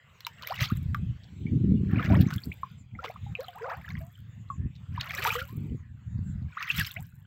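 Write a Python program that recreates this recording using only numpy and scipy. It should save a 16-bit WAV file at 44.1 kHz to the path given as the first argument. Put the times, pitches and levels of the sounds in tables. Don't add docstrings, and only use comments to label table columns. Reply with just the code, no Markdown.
import sys
import numpy as np
from scipy import signal
from scipy.fft import rfft, irfft
from scipy.io import wavfile
from scipy.ndimage import uniform_filter1d

SR = 44100
rng = np.random.default_rng(int(sys.argv[2]) if len(sys.argv) > 2 else 0)


def to_wav(sig):
    pcm = np.clip(np.atleast_2d(sig), -1, 1) * 32767
    pcm = np.round(pcm).astype(np.int16)
    wavfile.write(sys.argv[1], SR, pcm.T)


N = 320166
TIME = np.arange(N) / SR


def amp(db):
    return 10 ** (np.asarray(db) / 20)


def steadied(x, seconds):
    size = max(int(seconds * SR / 2), 2)
    power = abs(uniform_filter1d(uniform_filter1d(x ** 2, size), size))
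    return x / np.sqrt(power + 1e-3 * power.mean() + 1e-20)


def add(mix, s, sound):
    part = mix[max(round(s * SR), 0):][:len(sound)]
    part += sound[:len(part)]


def impulse(points, size=4096):
    hz, db = np.transpose(points)
    octave = np.log2(np.fft.rfftfreq(size, 1 / SR) + 1)
    below = np.maximum(np.log2(hz[0]) - octave, 0)
    above = np.maximum(octave - np.log2(hz[-1]), 0)
    level_db = np.interp(octave, np.log2(hz), db) - 24 * (below + above)
    log_gain = np.log(amp(np.maximum(level_db, -100)))
    fold = np.r_[1, np.full(size // 2 - 1, 2), 1, np.zeros(size // 2 - 1)]
    return irfft(np.exp(rfft(irfft(log_gain) * fold)))


def coloured(x, points):
    return signal.oaconvolve(x, impulse(points))[:len(x)]


# (time [s], level [dB], centre of its broad hump [Hz])
HISS_COURSE = [(0, -63.5, 1770), (.3, -61, 2370), (1.05, -64, 2700), (1.35, -65, 3420), (2.72, -63.5, 3000),
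               (2.87, -74, 1970), (3.25, -62.5, 2480), (4.3, -68, 2000), (5.65, -64.5, 1830),
               (5.95, -71, 1810), (6.299, -65.5, 1570), (7.26, -73.5, 1870)]
# (frequency [Hz], relative level [dB])
HISS_SPECTRUM = [(450, -2), (800, -4.5), (2100, -5.5), (3600, -9), (5600, -23), (7700, -11), (9000, -38.5),
                 (15000, -20.5)]


def background_hiss(uneven_db, hump_db, hump_octaves):
    hz, t, z = signal.stft(rng.standard_normal(N), SR, nperseg=512)
    times, level_db, centre_hz = np.transpose(HISS_COURSE)
    uneven = rng.standard_normal(z.shape[::-1])
    uneven = uniform_filter1d(uneven, size=16, axis=0)
    uneven = uniform_filter1d(uneven, size=4, axis=1).T
    octaves_off = np.log2((hz[:, None] + 1) / np.interp(t, times, centre_hz))
    hump = np.exp(-(octaves_off / hump_octaves) ** 2)
    gain = amp(uneven_db * uneven / uneven.std() + hump_db * hump)
    noise = signal.istft(z * gain, nperseg=512)[1][:N]
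    return amp(np.interp(TIME, times, level_db)) * steadied(coloured(noise, HISS_SPECTRUM), 0.26)


# (time [s], level before the eddies [dB])
LULL_COURSE = [(0, -65.5), (.6, -55), (2.65, -51), (3.55, -59.5), (4.35, -45.5), (5.15, -47), (5.85, -43.5),
               (6.6, -58.5), (7.26, -51)]
# (start [s], length [s], level before the eddies [dB], hardness [0-1])
GUST_EVENTS = [(0.619, 0.0031, -27, 0.06), (0.768, 0.33, -33, 0.12), (1.545, 0.33, -25, 0.98),
               (1.945, 0.049, -22.5, 0.85), (2.114, 0.12, -20.5, 0.94), (2.338, 0.027, -29.5, 0.37),
               (2.481, 0.017, -27, 0.84), (2.954, 0.0037, -33.5, 0.22), (3.223, 0.092, -35, 0),
               (3.785, 0.0096, -35.5, 0.06), (3.923, 0.096, -38, 0), (4.6, 0.06, -27.5, 0.28),
               (4.914, 0.085, -34, 0.12), (5.586, 0.16, -32, 1), (6.126, 0.1, -29.5, 0),
               (6.266, 0.18, -32.5, 0.04), (6.769, 0.052, -33, 0), (6.998, 0.022, -34.5, 0.01)]
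# (frequency [Hz], relative level [dB])
LIGHT_WIND_SPECTRUM = [(25, -47), (75, 1.5), (115, 4), (175, -4.5), (250, -19.5), (420, -46)]
# (frequency [Hz], relative level [dB])
STRONG_WIND_SPECTRUM = [(25, -54.5), (75, -1.5), (115, 1), (200, -2.5), (270, -10), (420, -24.5),
                        (700, -60.5)]
GUST_DEPTH_DB = 21
GUST_RISE_S, GUST_FALL_S = 0.031, 0.038
RISE_PER_LENGTH, FALL_PER_LENGTH = 0.47, 0.22
EDDY_S, EDDY_DB = 0.012, 8


def wind():
    power = amp(np.interp(TIME, *np.transpose(LULL_COURSE))) ** 2
    hard_power = 0
    for s, length, db, hardness in GUST_EVENTS:
        early = np.maximum(s - TIME, 0) / (GUST_RISE_S + RISE_PER_LENGTH * length)
        late = np.maximum(TIME - s - length, 0) / (GUST_FALL_S + FALL_PER_LENGTH * length)
        gust = amp(db - GUST_DEPTH_DB * np.minimum(early + late, 10)) ** 2
        power = power + gust
        hard_power = hard_power + hardness * gust
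    eddies = np.interp(TIME / EDDY_S, np.arange(1024), rng.uniform(-1, 1, 1024))
    strong = np.clip(hard_power / power, 0, 1)
    light = steadied(coloured(rng.standard_normal(N), LIGHT_WIND_SPECTRUM), 0.057)
    heavy = steadied(coloured(rng.standard_normal(N), STRONG_WIND_SPECTRUM), 0.057)
    blend = np.sqrt(1 - strong ** 2) * light + strong * heavy
    return np.sqrt(power) * amp(EDDY_DB * eddies) * blend


# (time [s], level before shaping [dB])
KNOCK_EVENTS = [(.722, -12.5), (1.456, -16.5), (1.643, -8.5), (1.72, -9), (1.934, -8.5), (2.135, -10.5),
                (2.266, -11), (4.658, -19.5)]


def knocks(hz, cycles):
    out = np.zeros(N)
    t = np.arange(-.03, .03, 1 / SR)
    for s, db in KNOCK_EVENTS:
        swing = np.sin(2 * np.pi * hz * t) / np.cosh(hz * t / cycles)
        add(out, s + t[0], amp(db) * swing)
    return coloured(out, [(85, -0.24), (600, 0.96)])


# (start [s], length [s], first pitch before wavering [Hz])
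BIRD_CALLS = [(2.76, 0.085, 7700), (4.48, 0.12, 7570), (6.219, 0.15, 7720)]
CALL_FALL = 0.91


def birds(db, waver, flock_db, count):
    out = np.zeros(N)
    calls = [(*row, 0) for row in BIRD_CALLS]
    for when, (s, length, first_hz) in zip(rng.random(count), rng.choice(BIRD_CALLS, count)):
        calls.append((when * N / SR, length, first_hz * rng.uniform(CALL_FALL, 1), flock_db))
    for s, length, first_hz, far_db in calls:
        size = int(length * SR)
        wobble = 1 + waver * uniform_filter1d(rng.standard_normal(size), size=60)
        hz = np.linspace(first_hz, CALL_FALL * first_hz, size) * wobble
        whistle = np.hanning(size) * np.sin(2 * np.pi * np.cumsum(hz) / SR)
        add(out, s, amp(far_db) * whistle)
    return amp(db) * out


def scatter(x, db, t60):
    t = np.arange(SR // 3) / SR
    tail = rng.standard_normal(len(t)) * amp(-60 * t / t60) * (t > .003)
    return amp(db) * signal.oaconvolve(x, tail / np.linalg.norm(tail))[:N]


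SHIVER_S, SHIVER_PITCH, SHIVER_DB = .004, .028, 3
CLIMB_CURVE = 1.35
SWELL_CYCLES = 3.3


def bubble(first_hz, last_hz, swell, length):
    t = np.arange(int(1.6 * length * SR) + 8) / SR
    knots = int(t[-1] / SHIVER_S) + 2
    shiver = np.interp(t / SHIVER_S, np.arange(knots), rng.uniform(-0.92, 1, knots))
    glide = (last_hz / first_hz) ** np.minimum(t / length, 1) ** CLIMB_CURVE
    hz = first_hz * glide * (1 + SHIVER_PITCH * shiver)
    dying = np.maximum(t - swell, 0) / max(length - swell, length / 4)
    bursting = max(np.log2(last_hz / first_hz), 0) * (t / length) ** 6
    shape = np.sin(np.pi / 2 * np.minimum(t / swell, 1)) * np.exp(-2.5 * dying - bursting)
    return shape * amp(SHIVER_DB * shiver) * np.sin(2 * np.pi * np.cumsum(hz) / SR)


def seep(db, per_s, low_hz, high_hz, cycles, climb, spread_db):
    out = np.zeros(N)
    for when, pitch, strength in rng.random((int(per_s * N / SR), 3)):
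        hz = low_hz * (high_hz / low_hz) ** pitch
        note = bubble(hz, hz * climb, SWELL_CYCLES / hz, cycles / hz)
        add(out, when * N / SR, amp(db - spread_db * strength) * note)
    return out


# (frequency [Hz], relative level [dB])
CRACK_SPECTRUM = [(1000, -6), (2300, 7.5), (5200, -2), (7800, -15), (9500, -29.5), (14000, -3)]
# (time [s], crack peak [dB], ring level [dB], settled ring pitch [Hz], ring t60 [s])
POP_EVENTS = [(0.206, -37, -44, 4140, 0.022), (0.2673, -19, -27.5, 922, 0.04),
              (0.473, -24, -26, 12100, 0.012), (0.6076, -23.5, -12, 1380, 0.0043),
              (0.946, -31, -20.5, 1160, 0.037), (2.213, -44, -27, 13800, 0.0089),
              (5.2508, -36.5, -10.5, 1070, 0.0093), (6.779, -41, -35, 2980, 0.0076)]


def pop(s, crack_db, ring_db, hz, t60):
    t = np.arange(4096) / SR
    crack = coloured(rng.standard_normal(len(t)) * np.exp(-t / 0.0018), CRACK_SPECTRUM)
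    turns = np.cumsum(hz * (1 + np.exp(-t * hz))) / SR
    build_up = np.tanh(2 * turns) ** 2
    ring = build_up * amp(ring_db - 60 * t / t60) * np.sin(2 * np.pi * turns)
    return s, amp(crack_db) * crack / abs(crack).max() + ring


# (start [s], length [s], level [dB], strongest pitch [Hz])
SQUIRT_EVENTS = [(0.433, 0.0024, -38.5, 3080), (0.602, 0.014, -31.5, 2680), (0.639, 0.023, -35.5, 3770),
                 (1.235, 0.0085, -56.5, 4160), (2.042, 0.022, -38.5, 1890), (2.207, 0.018, -43, 3520),
                 (2.304, 0.011, -38.5, 1530), (2.338, 0.0028, -42.5, 4900), (3.039, 0.022, -42, 2730),
                 (4.753, 0.013, -59.5, 3900), (5.01, 0.0032, -27.5, 3700), (5.22, 0.019, -33, 2600),
                 (5.267, 0.0072, -30.5, 2400), (6.714, 0.0012, -22.5, 2710), (6.781, 0.023, -34, 2290),
                 (6.846, 0.0056, -36, 3340)]
# (frequency [Hz], level against the strongest pitch [dB])
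SQUIRT_TREBLE_SPECTRUM = [(7800, -28.5), (9500, -47), (14000, -27)]
SQUIRT_RISE_S, SQUIRT_FALL_S = 0.00092, 0.001


def squirt(s, length, db, hz):
    t = np.arange(int((length + .03) * SR)) / SR
    ticks = rng.standard_normal(len(t)) * amp(35.4 * rng.random(len(t)) ** 28)
    resonance = [(0.42 * hz, -14), (hz, 0), (1.28 * hz, -7), *SQUIRT_TREBLE_SPECTRUM]
    crackle = steadied(coloured(ticks, resonance), 0.0091)
    shape = np.minimum(t / SQUIRT_RISE_S, 1) * np.exp(-np.maximum(t - length, 0) / SQUIRT_FALL_S)
    return s, amp(db) * shape * crackle


# (start [s], level before shivering [dB], first pitch [Hz], last / first pitch, glide time [s])
LOUD_BUBBLES = [ (0.249, -28, 3830, 1.14, 0.0057), (0.499, -29.5, 554, 2.42, 0.03),
                (0.517, -25.5, 807, 2.2, 0.016), (0.557, -36, 2500, 2.1, 0.015),
                (0.59, -27.5, 1835, 1.4, 0.0083), (0.699, -32, 1097, 2.17, 0.033),
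                (1.466, -41, 2234, 1.05, 0.028), (1.991, -28, 1104, 2.1, 0.019),
                (2.098, -32, 550, 1.7, 0.049), (2.381, -36, 3140, 1.27, 0.0073),
                (2.436, -32.5, 4360, 1.32, 0.0069), (2.516, -33.5, 1990, 2.14, 0.014),
                (2.632, -20.5, 1126, 0.89, 0.015), (2.951, -41, 2080, 1.18, 0.015),
                (2.989, -32.5, 1317, 1.11, 0.021), (3.044, -25.5, 1200, 0.79, 0.0018),
                (3.06, -33, 1270, 1.05, 0.0071), (3.097, -32.5, 537, 1.7, 0.0095),
                (3.159, -36, 1056, 1.32, 0.0092), (3.263, -44, 830, 0.94, 0.044),
                (3.352, -23, 2650, 0.83, 0.0053), (3.386, -31, 470, 1.57, 0.053),
                (3.482, -39.5, 724, 0.95, 0.049), (3.483, -36.5, 3110, 0.87, 0.0076),
                (3.546, -41, 663, 3.05, 0.066), (3.607, -33.5, 420, 2.03, 0.11),
                (3.636, -38.5, 946, 2.3, 0.084), (3.642, -34, 1600, 0.65, 0.0082),
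                (3.651, -34.5, 539, 4.7, 0.082), (3.706, -38, 636, 1.7, 0.082),
                (3.727, -32, 1080, 1.9, 0.019), (3.846, -40, 1660, 1.3, 0.018),
                (3.88, -37, 1580, 1.3, 0.012), (3.904, -36.5, 2250, 0.75, 0.009),
                (3.953, -30, 1900, 1.2, 0.0047), (4.006, -44.5, 647, 1.08, 0.087),
                (4.154, -51, 3060, 1, 0.012), (4.501, -25.5, 1149, 0.92, 0.028),
                (4.977, -26, 1078, 0.815, 0.013), (4.999, -33.5, 3750, 1.2, 0.016),
                (5.186, -41.5, 367, 1.36, 0.051), (5.252, -23, 848, 1.55, 0.042),
                (5.271, -22, 1162, 1.48, 0.036), (5.272, -35, 432, 1.18, 0.037),
                (5.303, -22.5, 2230, 1.56, 0.016), (5.352, -25, 1075, 1.55, 0.014),
                (5.351, -32, 472.5, 1.19, 0.092), (5.379, -31, 1272, 2.45, 0.034),
                (5.415, -28, 1434, 0.87, 0.015), (5.481, -52.5, 970, 1.5, 0.11),
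                (6.569, -27, 1012, 2.5, 0.0183), (6.676, -31, 1655, 2.45, 0.017),
                (6.701, -17, 2505, 1.3, 0.013), (6.808, -22.5, 1740, 0.76, 0.02),
                (6.911, -34, 3660, 0.83, 0.0042), (6.962, -30, 1915, 1.8, 0.018),
                (6.96, -46.5, 590, 2.17, 0.076)]
SWELL_PER_CLIMB = 0.19


def loud_bubbles():
    out = np.zeros(N)
    for s, db, hz, climb, length in LOUD_BUBBLES:
        swell = SWELL_CYCLES / hz + SWELL_PER_CLIMB * abs(climb - 1) * length
        add(out, s, amp(db) * bubble(hz, hz * climb, swell, length))
    return out


def swarm(size, low_hz, high_hz, per_s, cycles, climb, spread_db, tilt_db):
    out = np.zeros(size)
    for when, pitch, life, rise, strength, soft in rng.random((int(per_s * size / SR) + 1, 6)):
        hz = low_hz * (high_hz / low_hz) ** pitch
        last_hz = hz * (1 + climb * (1.555 * rise - .2))
        length = cycles * 2 ** (2 * life - 1) / hz
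        db = -spread_db * np.log(1 - .98 * strength) + tilt_db * pitch
        swell = length * (.1 + .45 * soft)
        add(out, when * size / SR, amp(db) * bubble(hz, last_hz, swell, length))
    return steadied(out, 0.062)


def spray(level, band, busy_db, spread_db):
    chance, strength, hiss = rng.random((len(level), 3)).T
    struck = chance < level / amp(busy_db) * 1000 / SR
    hits = struck * amp(-spread_db * np.log(1 - .99 * strength))
    keep = np.exp(-1 / (0.0001 * SR))
    ticks = signal.lfilter([1], np.poly([keep, keep]), hits) * (hiss - .5)
    return level * steadied(coloured(ticks, band), 0.14)


ENTRY_DB_PER_S = 238


def churn(t, press, pull, entry_db, exit_db, settle_db_per_s):
    in_water = np.interp(t, [0, press, press + pull], [entry_db, 0, exit_db])
    building = ENTRY_DB_PER_S * np.minimum(t, 0)
    settling = settle_db_per_s * np.maximum(t - press - pull, 0)
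    return amp(in_water + building - settling)


# (frequency [Hz], relative level [dB])
SLOSH_SPECTRUM = [(1050, -5.5), (1600, 5.5), (2700, -7)]
# (frequency [Hz], relative level [dB])
SPRAY_SPECTRUM = [(4000, -49), (7500, 0.5), (9500, -13.5), (11500, -6.5), (13000, 4.5), (15500, -0.5)]
# (start [s], pressing in [s],
# pulling out [s], large bubbles [dB], middling bubbles [dB], small bubbles [dB], spray [dB], spray flight [s])
STEP_EVENTS = [ (0.435, 0.087, 0.063, -58, -43, -46, -57, .0),
               (0.605, 0.013, 0.069, -50.5, -38.5, -39.5, -51.5, 0.0042),
               (1.95, 0.052, 0.071, -48.5, -36, -50.5, -63, 0.095),
               (2.096, 0.04, 0.093, -38, -39.5, -52.5, -59.5, 0.05),
               (2.289, 0.025, 0.065, -65, -42, -51.5, -51, 0.032),
               (3.041, 0.011, 0.052, -43.5, -44.5, -53.5, -63.5, .0),
               (3.386, 0.015, 0.15, -56.5, -52.5, -59, -65.5, .0),
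               (3.62, 0.11, 0.072, -44, -44, -61.5, -66, 0.03),
               (3.85, 0.041, 0.097, -66.5, -50, -56.5, -62, 0.12),
               (5.011, 0.23, .04, -55, -37, -44.5, -42, 0.025),
               (5.25, 0.021, 0.12, -43, -37.5, -38, -52.5, 0.04),
               (6.592, 0.02, 0.07, -85, -35.5, -46.5, -50.5, 0.089),
               (6.7, 0.082, 0.09, -90, -39, -38, -45.5, 0.0023),
               (6.964, 0.0066, 0.064, -62.5, -54, -61, -61, 0.017)]
LEAD_S, TAIL_S = .12, .5
DRIP_S, DRIP_DB = 0.16, -21
FULL_GURGLE_DB, FULL_FIZZ_DB = -36.5, -40.5


def step(s, press, pull, large_db, middling_db, small_db, spray_db, flight):
    t = np.arange(-LEAD_S, press + pull + TAIL_S, 1 / SR)
    large = amp(large_db) * churn(t, press, pull, entry_db=-8.5, exit_db=-20, settle_db_per_s=195)
    stirred = churn(t, press, pull, entry_db=-5.5, exit_db=-7.0, settle_db_per_s=213.5)
    middling, small = amp(middling_db) * stirred, amp(small_db) * stirred

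    thrown = churn(t - flight, press, pull, entry_db=-20, exit_db=-6.5, settle_db_per_s=84.5)
    drip_times = [-press - pull, 0, DRIP_S, DRIP_S + 0.062]
    dripping = amp(DRIP_DB) * np.interp(t - press - pull, drip_times, [0, 1, 1, 0])
    mist = amp(spray_db) * np.hypot(thrown, dripping)

    moments = np.arange(t[0], t[-1], .018)
    surge = amp(np.interp(t, moments, rng.uniform(-8, 5, len(moments))))

    gulps = amp(4.5) * large * swarm(len(t), 426.8, 892, per_s=140, cycles=20, climb=0.65,
                                     spread_db=6.5, tilt_db=11)
    gurgle_per_s = 650 * amp(.5 * (middling_db - FULL_GURGLE_DB))
    gurgle = amp(-0.5) * middling * swarm(len(t), 1001.0, 2396, per_s=gurgle_per_s, cycles=20, climb=0.42,
                                          spread_db=7, tilt_db=3.5)
    crowded = amp(.5 * min(middling_db - FULL_GURGLE_DB, 0))
    slurry = steadied(coloured(rng.standard_normal(len(t)), SLOSH_SPECTRUM), pull)
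    slosh = amp(-9) * crowded * middling * slurry
    fizz_per_s = 1400 * amp(small_db - FULL_FIZZ_DB)
    fizz = small * swarm(len(t), 2600, 6500, per_s=fizz_per_s, cycles=19, climb=0.17,
                         spread_db=9, tilt_db=-12.0)
    crackle = amp(-4.5) * spray(small, CRACK_SPECTRUM, busy_db=-46.5, spread_db=7.5)
    drops = amp(2.0) * spray(mist, SPRAY_SPECTRUM, busy_db=-52.0, spread_db=9.5)

    splash = gulps + surge * (gurgle + slosh + fizz + crackle + drops)
    return s - LEAD_S, splash * signal.windows.tukey(len(t), .04)


def scene():
    air = background_hiss(uneven_db=4.5, hump_db=7, hump_octaves=0.95)
    air = air + wind() + knocks(hz=155, cycles=0.25)
    air = air + birds(db=-63.5, waver=0.29, flock_db=-9, count=14)
    mud = seep(db=-57.5, per_s=7.6, low_hz=1350, high_hz=4550, cycles=19, climb=1.15, spread_db=7.5)
    for row in POP_EVENTS:
        add(mud, *pop(*row))
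    for row in SQUIRT_EVENTS:
        add(mud, *squirt(*row))
    mud = mud + loud_bubbles()
    for row in STEP_EVENTS:
        add(mud, *step(*row))
    return (air + mud + scatter(mud, db=-13.0, t60=0.099))[None]


EDGE_HZ = 15900


def record(dry):
    low_pass = signal.firwin(401, EDGE_HZ, window=("kaiser", 9), fs=SR)
    return signal.oaconvolve(dry, low_pass[None], "same")


dry = scene()
out = record(dry)
to_wav(out)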